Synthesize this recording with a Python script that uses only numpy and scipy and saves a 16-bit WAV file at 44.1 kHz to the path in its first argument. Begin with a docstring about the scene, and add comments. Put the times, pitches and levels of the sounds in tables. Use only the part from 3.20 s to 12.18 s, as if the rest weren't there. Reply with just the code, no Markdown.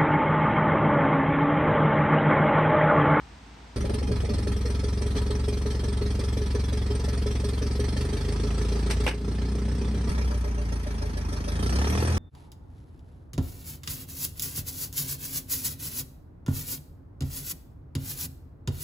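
"""Outside a workshop, in the driver's seat of an old four-cylinder forklift.
After a distant hum the engine is suddenly there, spitting while cold; it idles, picks up, clanks into
gear, settles and, heard from a second spot, revs again. The firings are a periodic excitation: their
harmonics (orders) throb in silencer and body, and each impulse rings the exhaust pipe, the sheet-metal
hood and loose steel. One cylinder hits harder than the rest and so accents every fourth firing."""
import sys
import numpy as np
from scipy import signal
from scipy.fft import rfft, irfft, next_fast_len
from scipy.io import wavfile
from scipy.ndimage import uniform_filter1d, minimum_filter1d, map_coordinates

SR = 44100
rng = np.random.default_rng(int(sys.argv[2]) if len(sys.argv) > 2 else 0)


def store_wav(level_fs):
    """Save 16-bit WAV to argv[1]."""
    pcm = np.round(np.clip(np.atleast_2d(level_fs), -1, 1) * 32767)
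    wavfile.write(sys.argv[1], SR, pcm.T.astype(np.int16))


N = 396018

# Levels within a spectrum or a set of modes are relative; t60 is the time of a 60 dB decay.
# likeness of the two ears: f/Hz, coherence/1
COHERENCE = [(60, 0.99), (360, 0.9), (650, 0.22), (1300, 0.35), (2500, 0.47), (5000, 0.39), (8500, 0.53),
             (12000, 0.22)]
# outdoor noise spectrum and partials of the distant hum: f/Hz, level/dB
YARD_SPECTRUM = [(15, -40), (25, -38), (60, 4.5), (108, -7), (257, -7.5), (563, -20), (878, -11.5),
                 (1080, -17.5), (2190, -21), (5480, -28), (6760, -30.5), (10800, -54.5), (13000, -47)]
HUM_PARTIALS = [(57.3, -50), (114.7, -72)]
# soft low bumps with faint clicks where the sound jumps: t/s, bump width/s, bump level/dB, click level/dB
BUMP_EVENTS = [(1.96, .004, -50, -42), (6.893, .008, -28, -40)]
# spits of the cold engine: t/s, level/dB
SPIT_EVENTS = [(.643, -27), (0.695, -28), (.703, -35), (.817, -31.5), (0.889, -30), (0.908, -29.5),
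               (1.032, -26), (1.142, -32), (1.189, -33)]
# heavy steel clanks: t/s, level/dB, relative treble level/dB, t60/s
CLANK_EVENTS = [(5.702, -31, -8, 0.11), (5.709, -31.5, -0.5, 0.084), (5.865, -15.5, -20.5, 0.086),
                (5.877, -23.5, -9, 0.11), (5.889, -32, -10, .08), (5.912, -34, -17, 0.17)]

# spectra that colour each source: f/Hz, level/dB
SPIT_SPECTRUM = [(60, -12), (150, 4), (260, -2), (420, 3), (570, -4), (700, -19), (1000, -30), (3000, -55)]
CLANK_SPECTRUM = [(250, 12), (500, 11.5), (900, -1), (1300, -10), (1700, -2), (2300, 2), (2900, 1),
                  (3300, -10), (3800, -11.5), (8000, -22)]
FAN_SPECTRUM = [(150, -5), (330, 1), (550, 2), (1100, -3), (2500, -12.5), (6000, -9.5), (9000, -19),
                (12500, -33)]
RUMBLE_SPECTRUM = [(15, -48), (40, 7.5), (90, 13), (180, -15.5), (400, -66)]
RATTLE_SPECTRUM = [(300, -2), (520, -0.5), (800, 2.5), (1300, -4), (2300, -5.5), (3000, -19), (4500, -61)]
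TICK_SPECTRUM = [(1500, -20.5), (2800, -9), (3500, -0.5), (4400, -0.5), (5100, 1.5), (5900, -0.5),
                 (6800, -10.5), (8600, -10), (11300, -8), (12500, -24.5), (13400, -62)]
SNARL_SPECTRUM = [(150, -2.5), (200, 3.5), (250, -21.5), (335, -0.5), (400, -0.5), (490, -6), (620, -22)]
CRACK_SPECTRUM = [(300, -21), (480, 23), (600, -5), (800, -36), (1500, -28), (3000, -54)]
HOLLOW_SPECTRUM = [(250, -17), (560, 5), (900, -15), (2000, -33)]
HOOD_SPECTRUM = [(100, -14), (330, 3.5), (400, 1), (600, -1), (1100, -6.5)]
PIPE_SPECTRUM = [(60, -12), (100, 1.5), (280, -4.5), (400, -2), (800, -37)]

# driven resonances of air columns and steel, and the faint whine of the cold engine: f/Hz, bandwidth/Hz,
# level/dB
SPIT_WHINE_MODES = [(830, 6.2, 18.5)]
CLANKING_STEEL_MODES = [(880, 160, 1), (1620, 260, -0.5), (2200, 330, 0.5), (2840, 280, 0), (3570, 200, -9)]
BLOCK_MODES = [(317, 64, 7), (493, 64, 1.5), (695, 89, -4), (887, 46, -1.5), (1093, 72, -6.5),
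               (1334, 130, -7), (1757, 160, -6.5), (2060, 190, -10.5), (2540, 79, -8), (2977, 110, -8.5),
               (3410, 140, -12)]
HOLLOW_MODES = [(591, 16, -5), (732, 30, -17), (880, 25, -12)]
HOOD_MODES = [(260, 18, -21.5), (412, 17.8, 2.5), (463, 24, -6.5), (523, 47, -12)]
PIPE_MODES = [(105.4, 23, -3.5), (203.8, 40, -1.5), (268, 85, -5.5), (324, 57, -14.5)]
SILENCER_MODES = [(61.6, 27.2, 0)]
FLOOR_MODES = [(89.1, 7, -35.5)]
COWL_MODES = [(120, 15, 0)]
DRONE_MODES = [(210, 12.3, 0)]
# free vibration of loose brackets, valve cover and hood: f/Hz, level/dB, t60/s
BRACKET_RINGS = [(1065, -0.5, 0.1), (1255, 7, 0.15), (1329, 10, 0.11), (1634, 8, 0.1), (1738, 8, 0.12),
                 (1895, 8, 0.1), (2135, 0, 0.17), (2333, 7, 0.11), (2470, 6, 0.12), (2736, 3.5, 0.11)]
COVER_RINGS = [(3170, 5, 0.076), (3367, 2.5, 0.083), (3677, 0.5, 0.072), (3887, 0.5, 0.088),
               (4110, 0, 0.097), (4375, 6, 0.084), (4650, 5.5, 0.077), (5330, 7.5, 0.058),
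               (5720, 5.5, 0.079), (5930, 7, 0.061), (6380, 5, 0.04), (8140, 2, 0.045), (8800, 4, 0.04)]
HOOD_RINGS = [(420, 0, .17), (475, -2, .07)]

# engine speed: t/s, firing rate/Hz
FIRING_RATE = [(0.56, 22.44), (0.9, 22.81), (1.4, 21.76), (2.04, 22.61), (4.08, 22.34), (4.55, 22.62),
               (5.3, 27.8), (5.81, 28.72), (6.03, 28.7), (6.49, 30.67), (7.04, 31.1), (7.44, 28.06),
               (7.81, 26.33), (8.17, 25.72), (8.37, 27.01), (8.81, 41.05), (8.98, 41.91)]
# the sound cuts in, then jumps twice to another moment of the run:
# t/s, crank offset/firings, left-ear lag/ms
SOUND_JUMPS = [(.561, 1.468, .02), (1.96, 2.988, .02), (6.89, 3.681, .27)]
# load set by the throttle, negative when coasting: t/s, pull/1
THROTTLE_PULL = [(1.4, -0.0014), (2.1, 0.042), (4.45, 0.095), (4.65, 0.24), (5.2, 0.11), (5.6, 0.07),
                 (6.1, 0.097), (6.85, 0.2), (7.3, -0.36), (7.9, -0.25), (8.33, 0.15), (8.43, 0.67),
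                 (8.65, 0.75), (8.98, 0.56)]
# cylinders in firing order: exhaust level/dB, hood level/dB, rattle level/dB, knock delay/firings
CYLINDER_BLOWS = [(-4.5, -2, 3.5, -0.012), (-3.5, 1.5, 6.5, 0.0233), (-5.5, -0.5, 5, -0.022),
                  (-4.5, -1, 3.7, -0.024)]
# each part's level law: idle level/dB, then change/dB per octave of speed, at full pull, while cold,
# in gear and at the second spot
PART_LEVELS = {"second order": (-26.5, 8, 1, -2, -3.5, 0.5), "third order": (-26, 2, 7, -1, -3, 2.5),
               "fifth order": (-40.5, -11, 7, -2, -2, -1.5), "cowl": (-45, 4, 1, -2, 2, 7.5),
               "drone": (-53, -1, 14, -2, 13, -7.5), "upper orders": (-58.5, 10, 14.5, 1, 3.5, -2.5),
               "fan": (-55, 18, 8, -2, -7.5, -1), "exhaust": (-35.5, -1.5, 5.5, 1.5, 0.5, -3),
               "hood": (-40.5, 1.5, 3, -2, -2, -6.5), "hollow knock": (-56, -7.5, 1, 5, -1, 9),
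               "growl": (-51, 7, 16, 3, -3, 1.5), "rattle": (-48.5, 5.5, 7.5, 0.5, -6, 6),
               "valve ticks": (-48, -0.5, 11.5, 0, -5, 4), "unevenness": (-3, 3.5, -1, 9, -0.5, 1.5)}
# microphone response at the first spot and at the second, with the engine to one side: f/Hz, gain/dB
FACING_RESPONSE = [(6200, -0.5), (6800, -4), (7500, 1.5), (8200, 6.5), (9400, 6.5), (10300, -13.5),
                   (11000, -1)]
TURNED_RESPONSE = [(1600, 0.5), (1790, 0.5), (2000, 0), (4300, -2.5), (5800, 1.5), (6700, 2), (7350, -2.5),
                   (8200, 5), (9400, 11.5), (10500, -12.5), (11400, 4), (12300, 3)]

ENGINE_HEARD_S, SECOND_SPOT_S = SOUND_JUMPS[0][0], SOUND_JUMPS[-1][0]
IDLE_HZ = 22.5  # firing rate
WARM_S, CLEARING_S = 1.48, 0.17  # uneven cold burning is over at WARM_S
GEAR_S, GEAR_TAKE_UP_S = 5.87, 0.056  # the drive engages and takes up the slack in loose parts
TIME = np.arange(N) / SR


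def amp(db):
    """Amplitude ratio of a level in decibels."""
    return 10 ** (np.asarray(db) / 20)


def unit(x):
    """Normalisation to rms 1."""
    return x / np.sqrt(np.mean(x ** 2) + 1e-20)


def noise():
    """Two uncorrelated channels of white noise."""
    return rng.standard_normal((2, N))


def along(points, hz):
    """Interpolation of (f/Hz, value) points on a logarithmic frequency axis."""
    f, values = np.transpose(points)
    return np.interp(np.log(hz + 1), np.log(f), values)


def curve(points):
    """Linear interpolation of (t/s, value) points at every sample."""
    return np.interp(TIME, *np.transpose(points))


def wobble(knot_hz):
    """Smooth random modulation: a spline through Gaussian knots."""
    knots = rng.standard_normal(int(N * knot_hz / SR) + 4)
    grid = np.linspace(0, len(knots) - 1, 10 * len(knots))
    return np.interp(TIME * knot_hz, grid, map_coordinates(knots, [grid]))


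def filtered(x, response):
    """Linear filtering: the spectrum of x times a frequency response."""
    m = next_fast_len(N + SR // 2)
    return irfft(rfft(x, m) * response(np.fft.rfftfreq(m, 1 / SR)), m)[..., :N]


def coloured(x, spectrum):
    """Spectral shaping by (f/Hz, level/dB) points, at rms 1."""
    return unit(filtered(x, lambda hz: amp(along(spectrum, hz))))


def resonances(x, modes):
    """Modal superposition: x drives parallel damped resonators of alternating sign."""
    return filtered(x, lambda f: sum((-1) ** k * amp(db) * 1j * f * bw / (f0 ** 2 - f ** 2 + 1j * f * bw)
                                     for k, (f0, bw, db) in enumerate(modes)))


def placed(times, sounds):
    """Superposition of short sounds (channels, events, samples), each starting at its time."""
    at = (np.maximum(times, 0) * SR).astype(int)[:, None] + np.arange(sounds.shape[-1])
    return np.array([np.bincount(at.ravel(), channel.ravel(), N)[:N] for channel in sounds])


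def stereo(pair):
    """Partial coherence: two unrelated signals as mid and side make the bass alike, the treble apart."""
    side_gain = lambda hz: np.tan(np.arccos(np.clip(along(COHERENCE, hz), 0, 1)) / 2)
    mid, side = pair[0], filtered(pair[1], side_gain)
    return np.array([mid + side, mid - side])


def strengths(period, db, scatter_db):
    """Log-normal blow amplitudes; the root of the period keeps mean power independent of firing rate."""
    return amp(db + scatter_db * rng.standard_normal(len(period))) * np.sqrt(period)


def bursts(times, cylinder, size, attack_s, t60, repeat, spiky_db):
    """Tiny impacts merge into decaying noise; the share `repeat` of its power recurs with its cylinder."""
    t = np.arange(SR // 10) / SR
    own = rng.standard_normal((2, len(CYLINDER_BLOWS), len(t)))[:, cylinder]
    fresh = rng.standard_normal((2, len(times), len(t)))
    impacts = repeat ** .5 * own + (1 - repeat) ** .5 * fresh
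    envelope = size[:, None] * amp(-60 * t / t60) * (1 - np.exp(-t / attack_s))
    return placed(times, impacts * envelope) * amp(spiky_db * wobble(700))


def rasps(times, period, size, attack, hold, fall_db, spiky_db):
    """Noise amplitude-modulated by the crank: attack and hold in firings, then fall_db per firing."""
    turn = np.arange(SR // 14) / SR / period[:, None]
    shape = (1 - np.exp(-turn / attack)) * amp(-fall_db * np.maximum(turn - hold, 0))
    envelope = placed(times, (size[:, None] * shape)[None])
    return envelope * noise() * amp(spiky_db * wobble(600))


def rings(times, size, modes, scatter_db, detune, attack_s):
    """Damped free vibration: each blow shares its energy anew among modes that detune as parts shift."""
    t = np.arange(SR // 11) / SR
    ringing = np.zeros((2, len(times), len(t)))
    for hz, db, t60 in modes:
        pitch, strength = rng.standard_normal((2, len(times), 1), np.float32)
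        phase = rng.random((2, len(times), 1), np.float32)
        wave = np.sin(2 * np.pi * (hz * (1 + detune * pitch) * t + phase))
        ringing += wave * amp(db + scatter_db * strength - 60 * t / t60)
    blow = size[:, None] / ringing.std(axis=-1, keepdims=True)
    return unit(placed(times, ringing * blow * (1 - np.exp(-t / attack_s))))


def struck(times, cylinder, size, modes, rough, t60):
    """Impulse excitation: a clean push per firing and a flurry, `rough` times as strong, ring the modes."""
    push = unit(resonances(placed(times, size[None, :, None]), modes))
    flurry = bursts(times, cylinder, size, attack_s=.0023, t60=t60, repeat=.5, spiky_db=3.5)
    flurry = unit(resonances(flurry, modes))
    return (push * [[1], [0]] + rough * flurry) / np.sqrt(1 + rough ** 2)  # the push is mid only


def steel(x, t60, patchy_db):
    """High modal density: steel rings on as a noise-like tail, and which modes are hit keeps changing."""
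    t = np.arange(SR // 8) / SR
    tail = rng.standard_normal((2, len(t))) * amp(-60 * t / t60)
    ringing = signal.fftconvolve(x, tail, axes=1)[:, :N]
    spectra = signal.stft(ringing, nperseg=512)[2]
    patch = np.outer(np.hanning(7), np.hanning(11))  # frequency bins by time frames
    patches = unit(signal.fftconvolve(rng.standard_normal(spectra.shape[1:]), patch, "same"))
    return signal.istft(spectra * amp(patchy_db * patches), nperseg=512)[1][:, :N]


def yard():
    """Ambient noise floor, with a distant two-partial hum that stops when the engine enters."""
    hum = sum(np.sqrt(2) * amp(db) * np.sin(2 * np.pi * hz * TIME) for hz, db in HUM_PARTIALS)
    return hum * (TIME < ENGINE_HEARD_S) + amp(-49) * stereo(coloured(noise(), YARD_SPECTRUM))


def bumps(click_t60=.0013):
    """A soft low bump with a faint click where the sound jumps; a smooth pulse holds only bass."""
    hiss = np.diff(rng.standard_normal(N + 1))
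    sound = np.zeros(N)
    for start, width, bump_db, click_db in BUMP_EVENTS:
        age = TIME - start
        sound += amp(bump_db) * np.exp(-(age / width) ** 2)
        sound += (age > 0) * amp(click_db - 60 * np.abs(age) / click_t60) * hiss
    return sound


def spits(attack_s=.00095, t60=.087, cutoff_hz=800):
    """Narrow resonance: each dull cough of the cold engine comes with a faint, thin whine near 830 Hz."""
    times, db = np.transpose(SPIT_EVENTS)
    t = np.arange(SR // 10) / SR
    shapes = amp(db[:, None] - 60 * t / t60) * (1 - np.exp(-t / attack_s))
    envelope = placed(times, shapes[None])
    cough = envelope * np.tanh(1.3 * coloured(noise(), SPIT_SPECTRUM))
    cough = filtered(cough, lambda hz: 2.16 / (1 + (hz / cutoff_hz) ** 6))
    return stereo(cough + resonances(envelope * noise(), SPIT_WHINE_MODES))


def clanks():
    """Impact of heavy steel parts: broad modes decay exponentially under a bright edge."""
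    times, db, treble_db, t60 = np.transpose(CLANK_EVENTS)
    t = np.arange(SR // 4) / SR
    decay = lambda start_db: placed(times, amp(start_db[:, None] - 60 * t / t60[:, None])[None])
    crash = coloured(noise(), CLANK_SPECTRUM)
    ringing = unit(resonances(noise(), CLANKING_STEEL_MODES))
    edge = coloured(noise(), TICK_SPECTRUM)
    return stereo(decay(db) * unit(crash + .95 * ringing) + decay(db + treble_db) * edge)


def rumble(rough):
    """Low-frequency random noise that grows with the engine's unevenness."""
    return amp(-42.5 + 2 * rough) * coloured(noise(), RUMBLE_SPECTRUM)


def fan(db):
    """Broadband flow noise: the rush of the cooling fan."""
    return amp(db) * coloured(noise(), FAN_SPECTRUM)


def growl(times, period, db):
    """Combustion noise: each firing is a short, hard blow that rings the modes of the block."""
    size = strengths(period, 0, scatter_db=2)
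    blows = rasps(times, period, size, attack=.03, hold=.12, fall_db=70, spiky_db=2)
    return amp(db) * unit(resonances(blows, BLOCK_MODES))


def rattle(times, period, size, db):
    """Repeated impact: loose brackets chatter and ring in the midrange at each firing."""
    chatter = rasps(times, period, size, attack=.06, hold=.24, fall_db=14.5, spiky_db=3.5)
    chatter = coloured(steel(chatter, t60=.13, patchy_db=3), RATTLE_SPECTRUM)
    ringing = rings(times + .003, size, BRACKET_RINGS, scatter_db=4, detune=.012, attack_s=.006)
    return amp(db) * unit(chatter + .75 * ringing)


def valve_ticks(times, period, size, db):
    """Impact noise: the valve gear ticks and excites the treble modes of its cover."""
    ticks = rasps(times, period, size, attack=.066, hold=.19, fall_db=16, spiky_db=1.5)
    ticks = coloured(steel(ticks, t60=.077, patchy_db=4), TICK_SPECTRUM)
    ringing = rings(times + .004, size, COVER_RINGS, scatter_db=5.5, detune=.011, attack_s=.007)
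    return amp(db) * unit(ticks + .9 * ringing)


def snarl(crank, db):
    """Harmonic series: orders 5 to 15 of the firing rate, filtered by the body."""
    lines = sum(np.cos(2 * np.pi * (order * crank + rng.random())) for order in range(5, 16))
    return amp(db) * coloured(lines, SNARL_SPECTRUM)


def hard_knock(times, cylinder, period, is_hardest, idling, level):
    """Subharmonic accent: once a cycle the hardest cylinder lands early with a crack and a hollow ring."""
    size = strengths(period, 0, scatter_db=.8) * is_hardest
    early = times - .0651 * period
    softened = size * idling  # crack and chug fade as the engine speeds up
    crack = bursts(early, cylinder, softened, attack_s=.00024, t60=.034, repeat=.87, spiky_db=0)
    crack = amp(-16) * coloured(crack, CRACK_SPECTRUM)
    chug = rings(early, softened, HOOD_RINGS, scatter_db=1.5, detune=.012, attack_s=.003)
    chug = amp(-7) * chug * [[1.3], [.4]]  # mid, side
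    hollow = coloured(struck(early, cylinder, size, HOLLOW_MODES, rough=1, t60=.17), HOLLOW_SPECTRUM)
    return amp(level["hood"]) * (crack + chug) + amp(level["hollow knock"]) * hollow


def hood(times, cylinder, period, knock_db, rough, db, jitter_s=.00042):
    """Panel resonance: each firing knocks the sheet-metal hood, a little early or late."""
    knocks = times + jitter_s * rng.standard_normal(len(times))
    size = strengths(period, knock_db, scatter_db=1.2)
    panel = struck(knocks, cylinder, size, HOOD_MODES, .68 * rough, t60=.19)
    return amp(db) * coloured(panel, HOOD_SPECTRUM)


def exhaust(times, cylinder, period, push_db, rough, db, delay_firings=.131):
    """Pipe resonance: a puff follows each firing and excites the modes of the air column."""
    size = strengths(period, push_db, scatter_db=.5)
    pipe = struck(times + delay_firings * period, cylinder, size, PIPE_MODES, 1.02 * rough, t60=.29)
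    return amp(db) * coloured(pipe, PIPE_SPECTRUM)


def boom(crank, rate, level, delay_firings=.194):
    """Forced vibration: each low order swells as it crosses a resonance of silencer or body."""
    tone = lambda order: np.sqrt(2) * np.cos(2 * np.pi * order * (crank - delay_firings))
    second = amp(level["second order"] + .17 * wobble(32)) * tone(order=2)
    third = amp(level["third order"] + .15 * wobble(4.56)) * tone(order=3)
    throb = resonances(resonances(second + third, SILENCER_MODES), SILENCER_MODES)
    fifth = amp(level["fifth order"] + 1.1 * wobble(4.6)) * tone(order=5)
    shake = amp(1.5) * (rate / IDLE_HZ) ** 2 * tone(order=2)
    floor_plate = resonances(amp(wobble(2.45)) * tone(order=4) - shake, FLOOR_MODES)
    cowl = resonances(amp(level["cowl"]) * tone(order=3), COWL_MODES)
    drone = resonances(amp(level["drone"]) * tone(order=7), DRONE_MODES)
    return throb + fifth + floor_plate + cowl + drone


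def crankshaft(rate):
    """Phase is the integral of frequency: crank position in firings, with the left-ear lag in samples."""
    starts, offsets, lags_ms = np.transpose(SOUND_JUMPS)
    row = np.maximum(np.searchsorted(starts, TIME) - 1, 0)
    return np.cumsum(rate) / SR + offsets[row], np.round(lags_ms[row] * SR / 1000).astype(int)


def firings(crank, rate):
    """Periodic excitation: time, cylinder and period at each whole number of the crank position."""
    at = np.flatnonzero(np.diff(np.floor(crank)) > 0)
    return at / SR, np.floor(crank[at]).astype(int) % len(CYLINDER_BLOWS), 1 / rate[at]


def part_levels(rate):
    """Gains add in decibels: each part's level follows speed, pull, cold, gear and listening spot."""
    octaves = np.log2(rate / IDLE_HZ)
    cold = np.clip((WARM_S - TIME) / CLEARING_S, 0, 1)
    in_gear = np.clip((TIME - GEAR_S) / GEAR_TAKE_UP_S, 0, 1)
    state = np.array([np.ones(N), octaves, curve(THROTTLE_PULL), cold, in_gear, TIME > SECOND_SPOT_S])
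    return {part: np.array(law) @ state for part, law in PART_LEVELS.items()}


def engine():
    """Synchronous excitation: one crank times every blow and order, over fan noise and rumble."""
    rate = curve(FIRING_RATE)
    crank, lag = crankshaft(rate)
    times, cylinder, period = firings(crank, rate)
    level = part_levels(rate)
    rough = amp(level["unevenness"])
    push_db, knock_db, shake_db, knock_delay = np.array(CYLINDER_BLOWS)[cylinder].T
    is_hardest = knock_db == knock_db.max()
    idling = (period / period.max()) ** 4  # 1 at the lowest speed
    body = stereo(exhaust(times, cylinder, period, push_db, rough, level["exhaust"])
                  + hood(times + knock_delay * period, cylinder, period, knock_db, rough, level["hood"])
                  + hard_knock(times, cylinder, period, is_hardest, idling, level)
                  + rumble(rough) + fan(level["fan"]) + growl(times, period, level["growl"]))
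    accent_db = 2 * is_hardest * idling * (times > SECOND_SPOT_S)
    shake = strengths(period, shake_db + accent_db, scatter_db=.75)
    onsets = times - .001
    brackets = rattle(onsets, period, shake, level["rattle"])
    valves = valve_ticks(onsets, period, shake, level["valve ticks"])
    clatter = stereo(brackets + valves) * amp([[-.6], [.6]])  # slightly to the right
    left, right = boom(crank, rate, level) + snarl(crank, level["upper orders"]) + body + clatter
    left = left[np.maximum(np.arange(N) - lag, 0)]  # the engine reaches the right ear first
    return (TIME > ENGINE_HEARD_S) * np.array([left, right])


def scene():
    """Superposition of the forklift and its yard."""
    return engine() + spits() + clanks() + bumps() + yard()


def limited(x, threshold=.2, firmness=.52, ahead_s=.0023, hold_s=.12, recover_db_per_s=45):
    """Peak compression: the gain drops by a share (firmness) of the excess level, holds, then recovers."""
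    peak = np.abs(x).max(axis=0) + 1e-9
    needed_db = firmness * 20 * np.log10(np.minimum(threshold / peak, 1))
    hold, ahead = int(hold_s * SR), int(ahead_s * SR)
    held_db = minimum_filter1d(needed_db, hold, origin=(hold - 1) // 2)
    ramp_db = recover_db_per_s * TIME
    gain_db = np.minimum.accumulate(held_db - ramp_db) + ramp_db
    return x * amp(uniform_filter1d(minimum_filter1d(gain_db, ahead), ahead))


def record(dry):
    """Transduction: a response with two treble hollows, then compression, saturation and a low-pass."""
    saturation, cutoff_hz = .19, 13300
    facing = filtered(dry, lambda hz: amp(along(FACING_RESPONSE, hz)))
    turned = filtered(dry, lambda hz: amp(along(TURNED_RESPONSE, hz)))
    compressed = limited(np.where(TIME < SECOND_SPOT_S, facing, turned))
    rounded = compressed / (1 + np.abs(compressed / saturation) ** 6) ** (1 / 6)
    return filtered(rounded, lambda hz: 1 / (1 + (hz / cutoff_hz) ** 80))


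dry = scene()
out = record(dry)
store_wav(out)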